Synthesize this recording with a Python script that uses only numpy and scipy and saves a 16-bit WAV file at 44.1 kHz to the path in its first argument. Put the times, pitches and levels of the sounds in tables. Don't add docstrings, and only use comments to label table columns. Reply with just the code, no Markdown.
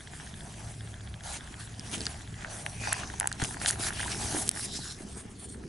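import sys
import numpy as np
from scipy import signal
from scipy.fft import rfft, irfft
from scipy.io import wavfile
from scipy.ndimage import uniform_filter1d

SR = 44100
rng = np.random.default_rng(int(sys.argv[2]) if len(sys.argv) > 2 else 0)


def store_wav(level_fs):
    pcm = np.round(np.clip(np.atleast_2d(level_fs), -1, 1) * 32767)
    wavfile.write(sys.argv[1], SR, pcm.T.astype(np.int16))


N = 250706
TIME_S = np.arange(N) / SR
CONTROL_S, RING_S = TIME_S[::16], TIME_S[:4096]
FFT_SIZE = 2 ** 18
BINS_HZ = np.fft.rfftfreq(FFT_SIZE, 1 / SR)

# start/s, end/s, mid-stroke scrape/dB, rustle/dB, hiss/dB, swell over stroke/dB
BRUSH_STROKES = [(0.114, 0.296, -58, -57, -53, -4), (0.352, 0.926, -79, -61.5, -56, -4.5),
                 (0.428, 0.723, -57, -58, -56, 2), (1.239, 1.372, -47, -44, -44, 4),
                 (1.594, 1.66, -72, -53, -51, -6), (1.846, 2.23, -77, -51.5, -53.5, -7.5),
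                 (1.919, 1.956, -41, -39, -39.5, 2), (1.97, 2.12, -48.5, -53, -50.5, -4),
                 (2.376, 2.80, -51, -55, -76, -8), (2.499, 2.625, -64, -52, -45, -1),
                 (2.646, 2.81, -57, -73, -49.5, -5), (2.8, 2.895, -40.5, -43, -44, 4),
                 (2.909, 3.049, -41, -44, -47, -7.5), (3.055, 3.212, -60, -50.5, -55.5, -9),
                 (3.389, 3.454, -47.5, -43.5, -43.5, 6.5), (3.462, 3.552, -64, -50, -43.5, -7),
                 (3.61, 3.73, -40, -43, -40, -0.5), (3.674, 3.688, -39, -26.5, -21, 1),
                 (3.793, 3.885, -41.5, -35, -36, 4.5), (3.928, 4.2, -48.5, -46.5, -43, -1.5),
                 (3.996, 4.115, -57, -47, -44.5, -2), (4.103, 4.13, -42, -36.5, -42, -1),
                 (4.199, 4.387, -42, -41, -37.5, -2.5), (4.359, 4.428, -40.5, -43, -34.5, 2),
                 (4.427, 4.486, -58, -49.5, -43.5, 2), (4.547, 4.656, -48.5, -42, -39, 4),
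                 (4.67, 4.773, -48, -44, -45, 11.5), (4.773, 4.924, -52.5, -46.5, -44.5, 4),
                 (4.93, 5.029, -60, -58.5, -56.5, 11), (5.074, 5.15, -63, -53.5, -55, -1),
                 (5.164, 5.206, -48.5, -49.5, -49, -2), (5.302, 5.325, -72, -62, -55, -6),
                 (5.39, 5.454, -56, -55, -45, 3.5), (5.488, 5.55, -62, -57, -49, -5)]
# t/s, level/dB
COAT_STIR = [(0, -56), (0.7, -58), (1.1, -58), (1.5, -54), (1.72, -56), (1.9, -55), (2.3, -57),
             (3.0, -56.5), (3.35, -54.5), (3.77, -50.5), (3.9, -49), (4.42, -51), (4.51, -49), (4.6, -54),
             (5.0, -57.5), (5.3, -60.5), (5.68, -62)]
# start/s, end/s, first f/Hz, last f/Hz, width/Hz, boost/dB
RESONANCES = [(0.44, 0.76, 490, 770, 350, 7), (0.41, 0.71, 920, 960, 98, 5),
              (0.53, 0.77, 5500, 5700, 1100, 4), (0.73, 1.3, 550, 520, 180, 6.5),
              (1.12, 1.34, 790, 830, 190, 6), (0.98, 1.6, 1370, 1500, 100, 4),
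              (2.43, 2.68, 510, 610, 160, 9), (2.6, 3.5, 780, 790, 66, 3.5),
              (2.92, 3.1, 1100, 1100, 160, 7), (2.79, 3.5, 1900, 1900, 140, 0),
              (2.785, 3.02, 2480, 2550, 180, 12.5), (2.78, 2.973, 4600, 4800, 630, 10),
              (2.5, 3.22, 5750, 5970, 320, 8), (3.7, 3.84, 930, 780, 62, 9.5),
              (3.82, 3.93, 1400, 1600, 520, 6), (3.95, 4.05, 3300, 2900, 780, 8),
              (3.643, 3.926, 9900, 10700, 770, 7), (4.17, 4.46, 830, 840, 170, 7.5),
              (4.15, 4.45, 5700, 6400, 1800, 6.5), (4.69, 4.934, 3900, 4300, 540, 15.5),
              (4.692, 4.943, 5000, 5300, 570, 15.5), (4.69, 4.944, 7000, 6700, 420, 10),
              (4.79, 4.94, 1500, 1620, 330, 12), (4.2, 4.937, 10740, 10100, 540, 7),
              (5.1, 5.22, 8600, 8700, 820, 10.5), (5.385, 5.56, 9400, 8600, 570, 12),
              (5.38, 5.54, 4450, 4300, 180, 11.5), (5.39, 5.53, 3400, 3500, 220, 11.5)]
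# f/Hz, relative level/dB
SCRAPE_SPECTRUM = [(350, -17), (550, -2.5), (670, 4.5), (790, 3), (950, -1.5), (1250, -3), (1650, 0),
                   (2100, -3.5), (2700, -5.5), (3800, -10)]
RUSTLE_SPECTRUM = [(1600, -2), (2600, -5), (3300, -0.5), (4300, -2), (5300, -1), (6400, 0), (7400, -3),
                   (10000, -6)]
HISS_SPECTRUM = [(4500, -10), (6500, -8.5), (7400, -4.5), (8800, 0), (10000, 2.5), (11200, -1)]
# t/s, crack energy/dB, f/Hz, width/Hz, bright edge energy/dB, f/Hz, width/Hz
CLAW_SNAPS = [(1.2374, -25, 4500, 3000, -40, 9000, 2000), (1.7957, -16, 5300, 1000, -21.5, 8700, 2000),
              (1.915, -23, 5230, 2600, -20, 9500, 2600), (2.0068, -13, 4900, 900, -19, 8600, 2600),
              (2.0162, -16, 4200, 800, -19, 9600, 1800), (2.0558, -12, 6170, 2200, -18, 8500, 2200),
              (2.067, -4.5, 4650, 1100, -12.5, 7300, 2600), (2.6635, -10, 2300, 1380, -16.5, 9800, 3000),
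              (2.9295, -2, 8270, 1920, 0.5, 10800, 895), (3.1998, -3.5, 7700, 1610, -0.5, 10520, 800),
              (3.2095, -17, 6300, 3500, -22, 9400, 1800), (3.2732, -2, 7660, 1600, -2.5, 10450, 800),
              (3.3164, -21, 5030, 3500, -24, 9500, 3000), (3.3273, -14, 4230, 700, -11.5, 7950, 2800),
              (3.4224, -17, 6000, 4000, -19, 9000, 2500), (3.439, -6.5, 6350, 1800, -14, 10600, 1300),
              (3.447, -8.5, 2770, 2000, -32, 9000, 2000), (3.4543, -17, 5840, 1000, -20, 10100, 2000),
              (3.6604, -1.5, 3330, 1200, -6, 6040, 3000), (3.7089, -7, 6740, 1100, -5, 9500, 2200),
              (4.4662, -27, 4000, 2000, -21, 6300, 2000), (4.479, -15, 6000, 3200, -12, 10000, 2600),
              (4.492, -6, 5000, 5030, 4.5, 9900, 1740), (4.5142, -10.5, 6030, 5500, -7, 9700, 3000),
              (4.5537, -26, 6100, 4000, -18, 9600, 3000), (5.397, -36, 4200, 2500, -28, 9000, 2500),
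              (5.59, -43, 6000, 2500, -37, 8600, 1500)]
# t/s, low ring energy/dB, high ring energy/dB
PAW_KNOCKS = [(0.135, -23, -23), (0.199, -29, -20.5), (0.266, -49, -25.5), (2.068, -26, -12),
              (2.424, -27, -20), (2.4465, -23, -10), (2.6635, -13, -15), (2.8728, -6, -10),
              (2.9255, -12, -3.5), (2.941, -16, -8.5), (3.034, -34, -12.5), (3.1003, -37, -15.5),
              (3.139, -14.5, -24), (3.2092, -9, -6.5), (3.2195, -9, -20), (3.2289, -13, -11.5),
              (3.2426, -8.5, -11), (3.2565, -8.5, -14), (3.2007, -20, -20), (3.2733, -14, -12),
              (3.316, -21, -10.5), (3.3993, -15, -14), (3.4176, -9, -9.5), (3.423, -20, -15),
              (3.489, -17, -32), (3.509, -17, -19.5), (3.544, -29, -17), (3.569, -16, -18.5),
              (3.6153, -16, -12), (3.6474, -19, -12), (3.6605, -22, -4.5), (3.703, -27, -8),
              (3.758, -24, -20.5), (3.833, -27, -15), (3.867, -16, -13), (3.9056, -17, -11),
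              (3.926, -32, -16.5), (3.995, -24, -11), (4.0022, -13, -10), (4.0295, -15, -11),
              (4.0404, -18, -13.5), (4.08, -32, -13.5), (4.146, -22, -16), (4.222, -19, -23),
              (4.367, -10, -15), (4.421, -26, -24), (4.544, -29, -23), (4.5615, -20, -18),
              (4.573, -28, -15.5), (4.5945, -26, -16.5), (5.5454, -31, -29), (5.638, -36, -27)]
# t/s, energy/dB, f/Hz, width/Hz
SOFT_PULSES = [(1.509, -17.5, 235, 110), (1.792, -16, 220, 130), (1.935, -17, 333, 130),
               (1.973, -29, 204, 90), (2.014, -20, 380, 160), (3.4241, 0.5, 124, 79.6),
               (3.424, -10, 264, 150), (3.432, -12, 198, 130), (3.445, -28, 467, 260),
               (4.06, -12, 970, 160), (4.252, -11, 74, 40), (4.346, -5, 320, 109), (4.348, -10.5, 740, 280),
               (4.357, -9.5, 324, 120), (4.789, -16.5, 274, 120), (4.79, -21.5, 790, 250),
               (4.797, -16, 140, 70), (5.006, -15.5, 304, 110), (5.048, -14.5, 207, 80.4),
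               (5.253, -12, 204, 80)]
# t/s, level/dB
RUMBLE_LEVEL = [(0, -47.5), (0.5, -46), (1.0, -46.5), (1.35, -46), (2.35, -46), (3.2, -45), (3.9, -44.5),
                (4.25, -41.5), (4.6, -46.5), (5.0, -47), (5.68, -49)]
SLEEVE_LEVEL = [(0, -56), (0.8, -54), (1.16, -60.5), (1.35, -55), (1.8, -54), (1.97, -41), (2.1, -55),
                (2.4, -56.5), (2.55, -50.5), (2.72, -55), (3.02, -48), (3.3, -52.5), (3.45, -48.5),
                (4.0, -47.5), (4.25, -44.5), (4.38, -42.5), (4.55, -46), (4.9, -50), (5.3, -50.5),
                (5.68, -45.5)]
HUM_LEVEL = [(0.0, -67), (0.48, -55), (0.57, -48), (0.8, -44), (1.15, -47), (1.3, -58), (1.5, -60),
             (1.62, -48), (1.85, -45.5), (2.14, -53.5), (2.36, -45), (2.62, -52), (2.77, -45),
             (3.37, -54.5), (3.5, -55), (3.8, -46), (4.4, -47.5), (4.63, -53), (5.0, -60), (5.68, -57)]
# f/Hz, relative level/dB
RUMBLE_SPECTRUM = [(15, -2), (28, -7.5), (45, -3.5), (72, 3.5), (95, -4.5), (140, -2.5), (190, -6.5),
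                   (300, -23)]
SLEEVE_SPECTRUM = [(120, -5), (200, 2.5), (300, -2.5), (420, -4.5), (560, -18.5), (900, -43)]
# t/s, step energy/dB
LENS_EFFORT = [(0, -21), (0.074, -21), (0.14, -31), (0.207, -27), (0.274, -24.5), (0.341, -22),
               (0.407, -21.5), (0.474, -36), (0.541, -28), (0.607, -34), (0.741, -28), (0.808, -21),
               (0.874, -28), (0.941, -20.5), (1.007, -26), (1.075, -22.5), (1.141, -20), (1.208, -23),
               (1.408, -20), (1.475, -23), (1.541, -19), (1.68, -27.5), (1.8, -26), (2.4, -23), (3.0, -43),
               (5.68, -45)]
# f/Hz, width/Hz, relative level/dB
LENS_MODES = [(1670, 160, -2.5), (1990, 250, -5.5), (3320, 380, 0), (3700, 400, -6.5)]
# f/Hz, side re mid/dB
SIDE_SPECTRUM = [(50, -26), (170, -19.5), (350, -9), (700, -5.5), (1400, -5), (2800, -6.5), (5600, -11),
                 (10000, -12)]


def brushing(on_card, on_fur, on_hair):
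    scrape = friction(SCRAPE_SPECTRUM, grains_per_s=220, grain_db=-0.5, grain_share=0.18,
                      flutter_db=1, flutter_hz=35)
    rustle = friction(RUSTLE_SPECTRUM, grains_per_s=750, grain_db=2.5, grain_share=0.31,
                      flutter_db=1, flutter_hz=71)
    hiss = friction(HISS_SPECTRUM, grains_per_s=1600, grain_db=3, grain_share=0.17,
                    flutter_db=1.44, flutter_hz=39)
    return resonances(tufts(on_card * scrape + on_fur * rustle + on_hair * hiss))


def rubbing_gains():
    layer_db = np.array([[2], [0], [-2.3]])
    power = from_db(curve(COAT_STIR, CONTROL_S) + layer_db) ** 2
    for start_s, end_s, scrape_db, rustle_db, hiss_db, swell_db in BRUSH_STROKES:
        power += (from_db([[scrape_db], [rustle_db], [hiss_db]]) * stroke(start_s, end_s, swell_db)) ** 2
    return [np.interp(TIME_S, CONTROL_S, gain) for gain in np.sqrt(power)]


def stroke(start_s, end_s, swell_db, attack_s=0.027, release_s=0.011):
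    grip = np.clip((CONTROL_S - start_s) / attack_s + 0.5, 0, 1)
    progress = np.clip((CONTROL_S - start_s) / (end_s - start_s), 0, 1)
    release = np.exp(-np.clip(CONTROL_S - end_s, 0, 0.5) / release_s)
    return grip * from_db(swell_db * (progress - 0.5)) * release


def friction(spectrum, grains_per_s, grain_db, grain_share, flutter_db, flutter_hz):
    sizes = from_db(grain_db * np.minimum(rng.exponential(1, N), 4))
    slipping = rng.random(N) < grains_per_s / SR
    grains = rms_one(sizes * slipping * rng.standard_normal((2, N)))
    slips = np.sqrt(grain_share) * grains + np.sqrt(1 - grain_share) * rng.standard_normal((2, N))
    low_hz, high_hz = spectrum[0][0], spectrum[-1][0]
    colour = bin_gains(spectrum) / (1 + (BINS_HZ / high_hz) ** 8) / (1 + (low_hz / (BINS_HZ + 1)) ** 4)
    mid, side = filtered(slips, np.array([colour, colour * bin_gains(SIDE_SPECTRUM)]))
    grip = from_db(flutter_db * drift(flutter_hz))
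    return rms_one(np.array([mid + side, mid - side]) * grip)


def tufts(x, depth_db=2.2, width_hz=500, length_s=0.035):
    frame, hop = 256, 128
    _, _, cells = signal.stft(x, nperseg=frame)
    patches = rng.standard_normal(cells.shape[1:])
    for _ in range(2):
        patches = uniform_filter1d(patches, size=round(width_hz * frame / SR), axis=0)
        patches = uniform_filter1d(patches, size=round(length_s * SR / hop), axis=1)
    gain = rms_one(from_db(depth_db * rms_one(patches)))
    return signal.istft(cells * gain, nperseg=frame)[1][:, :N]


def resonances(x, fade_s=0.081):
    out = x.copy()
    for start_s, end_s, first_hz, last_hz, width_hz, boost_db in RESONANCES:
        fade = np.clip(np.minimum(TIME_S - start_s, end_s - TIME_S) / fade_s + 0.5, 0, 1)
        active = fade > 0
        glide_hz = np.interp(TIME_S[active], [start_s, end_s], [first_hz, last_hz])
        carrier = np.exp(2j * np.pi * np.cumsum(glide_hz) / SR)
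        pole = np.exp(-np.pi * width_hz / SR)
        baseband = signal.lfilter([1 - pole], [1, -pole], x[:, active] / carrier)
        ringing = 2 * np.real(carrier * baseband)
        out[:, active] += (from_db(boost_db) - 1) * fade[active] * ringing
    power_in, power_out = (uniform_filter1d(np.mean(v ** 2, axis=0), size=1500) for v in (x, out))
    return out * np.sqrt((abs(power_in) + 1e-14) / (abs(power_out) + 1e-14))


def snaps():
    out = np.zeros((2, N))
    for t_s, crack_db, crack_hz, crack_width_hz, edge_db, edge_hz, edge_width_hz in CLAW_SNAPS:
        add(out, t_s, crack_db, burst(crack_hz, crack_width_hz, stereo_rad=0.24))
        add(out, t_s, edge_db, burst(edge_hz, edge_width_hz, stereo_rad=0.07))
        add(out, t_s, crack_db - 11, burst(3360, width_hz=2100, stereo_rad=0.48))
    return out


def knocks(taps, pitch_spread=0.033):
    out = np.zeros((2, N))
    for t_s, low_db, high_db in taps:
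        detune = 1 + pitch_spread * rng.standard_normal()
        add(out, t_s, low_db, burst(detune * 850, width_hz=250, stereo_rad=0.97))
        add(out, t_s, high_db, burst(detune * 1672, width_hz=584, stereo_rad=0.45, order=3))
        add(out, t_s, high_db - 11, burst(2600, width_hz=1100, stereo_rad=0.28))
    return out


def patter(on_card, start_s=2.35, end_s=4.65, taps_per_s=38, spread_db=2):
    times_s = start_s + np.cumsum(rng.uniform(0.2, 1.8, 150)) / taps_per_s
    scrape_db = 20 * np.log10(np.interp(times_s, TIME_S, on_card))
    taps_db = scrape_db - spread_db * rng.standard_normal(len(times_s))
    return [(t_s, db + 12, db + 15) for t_s, db in zip(times_s, taps_db) if t_s < end_s]


def soft_pulses():
    out = np.zeros((2, N))
    for t_s, db, hz, width_hz in SOFT_PULSES:
        add(out, t_s, db, ring([(hz, width_hz, 0)], stereo_rad=0.06, rise_s=0.0041))
    return out


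def burst(hz, width_hz, stereo_rad, order=2):
    t_s = RING_S[:768]
    lowpass = signal.butter(order, np.clip(width_hz / 2, 60, 8000), fs=SR)
    envelope = signal.lfilter(*lowpass, (t_s == 0) + 1e-18)
    phase = port_phases(stereo_rad)
    return energy_one(envelope * np.sin(2 * np.pi * hz * t_s + phase))


def ring(modes, stereo_rad, rise_s):
    out = 0
    for hz, width_hz, db in modes:
        gain = from_db(db + rng.normal(0, 1.5)) * np.sqrt(width_hz)
        wave = np.sin(2 * np.pi * hz * RING_S + port_phases(stereo_rad))
        out = out + gain * wave * np.exp(-np.pi * width_hz * RING_S)
    return energy_one(out * (1 - np.exp(-RING_S / rise_s)))


def box_echo(x, rt60_s=0.032, delay_s=0.0015, cutoff_hz=4500):
    scatter = rng.standard_normal((2, len(RING_S))) * from_db(-60 * RING_S / rt60_s) * (RING_S > delay_s)
    scatter = signal.sosfilt(signal.butter(2, cutoff_hz, fs=SR, output="sos"), scatter)
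    return signal.fftconvolve(x, energy_one(scatter), axes=1)[:, :N]


def handling():
    rumble = friction(RUMBLE_SPECTRUM, grains_per_s=65, grain_db=-3.5, grain_share=0.027,
                      flutter_db=1, flutter_hz=3)
    sleeve = friction(SLEEVE_SPECTRUM, grains_per_s=110, grain_db=1, grain_share=0.35,
                      flutter_db=1.73, flutter_hz=13.4)
    return from_db(curve(RUMBLE_LEVEL)) * rumble + from_db(curve(SLEEVE_LEVEL)) * sleeve


def hum(hz=107.9, flutter_db=2, wander_rad=0.5):
    rms_db = curve(HUM_LEVEL) + flutter_db * drift(rate_hz=19)
    phase = 2 * np.pi * hz * TIME_S + wander_rad * drift(rate_hz=4.6)
    return from_db(rms_db) * np.sqrt(2) * np.sin(phase)


def lens_motor(first_s=0.0069, period_s=0.06672, lead_s=0.009, lead_db=-15, spread_db=0.5):
    out = np.zeros((2, N))
    for step_s in np.arange(first_s, N / SR, period_s):
        step_db = curve(LENS_EFFORT, step_s)
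        for t_s, db in ((step_s - lead_s, step_db + lead_db), (step_s, step_db)):
            add(out, t_s, rng.normal(db, spread_db), ring(LENS_MODES, stereo_rad=0.28, rise_s=0.0003))
    return out


def gain_control(x, limit_db=-10, attack_s=0.0015, recovery_db_per_s=135):
    over_db = np.maximum(20 * np.log10(abs(x).max(axis=0) + 1e-9) - limit_db, 0)
    recovery_db = recovery_db_per_s * TIME_S
    held_db = np.maximum.accumulate(over_db + recovery_db) - recovery_db
    pole = np.exp(-1 / (attack_s * SR))
    return x * from_db(-signal.lfilter([1 - pole], [1, -pole], held_db))


def port_phases(stereo_rad):
    return rng.uniform(0, 2 * np.pi) + stereo_rad * rng.choice([-1, 1]) * np.array([[1], [-1]])


def drift(rate_hz):
    return rms_one(filtered(rng.standard_normal(N), 1 / (1 + (BINS_HZ / rate_hz) ** 2)))


def bin_gains(spectrum):
    hz, db = np.transpose(spectrum)
    return from_db(np.interp(np.log(BINS_HZ + 1), np.log(hz), db))


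def filtered(x, gains):
    return irfft(rfft(x, FFT_SIZE) * gains, FFT_SIZE)[..., :N]


def curve(rows, t_s=TIME_S):
    return np.interp(t_s, *np.transpose(rows))


def add(track, t_s, gain_db, sound):
    start = max(round(t_s * SR), 0)
    track[:, start:start + sound.shape[1]] += from_db(gain_db) * sound[:, :max(N - start, 0)]


def from_db(db):
    return 10 ** (np.asarray(db) / 20)


def rms_one(x):
    return x / np.sqrt(np.mean(x ** 2) + 1e-20)


def energy_one(x):
    return rms_one(x) / np.sqrt(x.shape[-1])


def scene():
    on_card, on_fur, on_hair = rubbing_gains()
    brush = brushing(on_card, on_fur, on_hair)
    camera = handling() + hum() + lens_motor()
    transients = snaps() + soft_pulses() + knocks(PAW_KNOCKS + patter(on_card))
    return brush + transients + from_db(-18.5) * box_echo(transients) + camera


def record(dry):
    cutoff_hz = 11170
    lowpass = 1 / np.sqrt(1 + np.minimum(BINS_HZ / cutoff_hz, 1.2) ** 300)
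    return filtered(gain_control(dry), lowpass)


dry = scene()
out = record(dry)
store_wav(out)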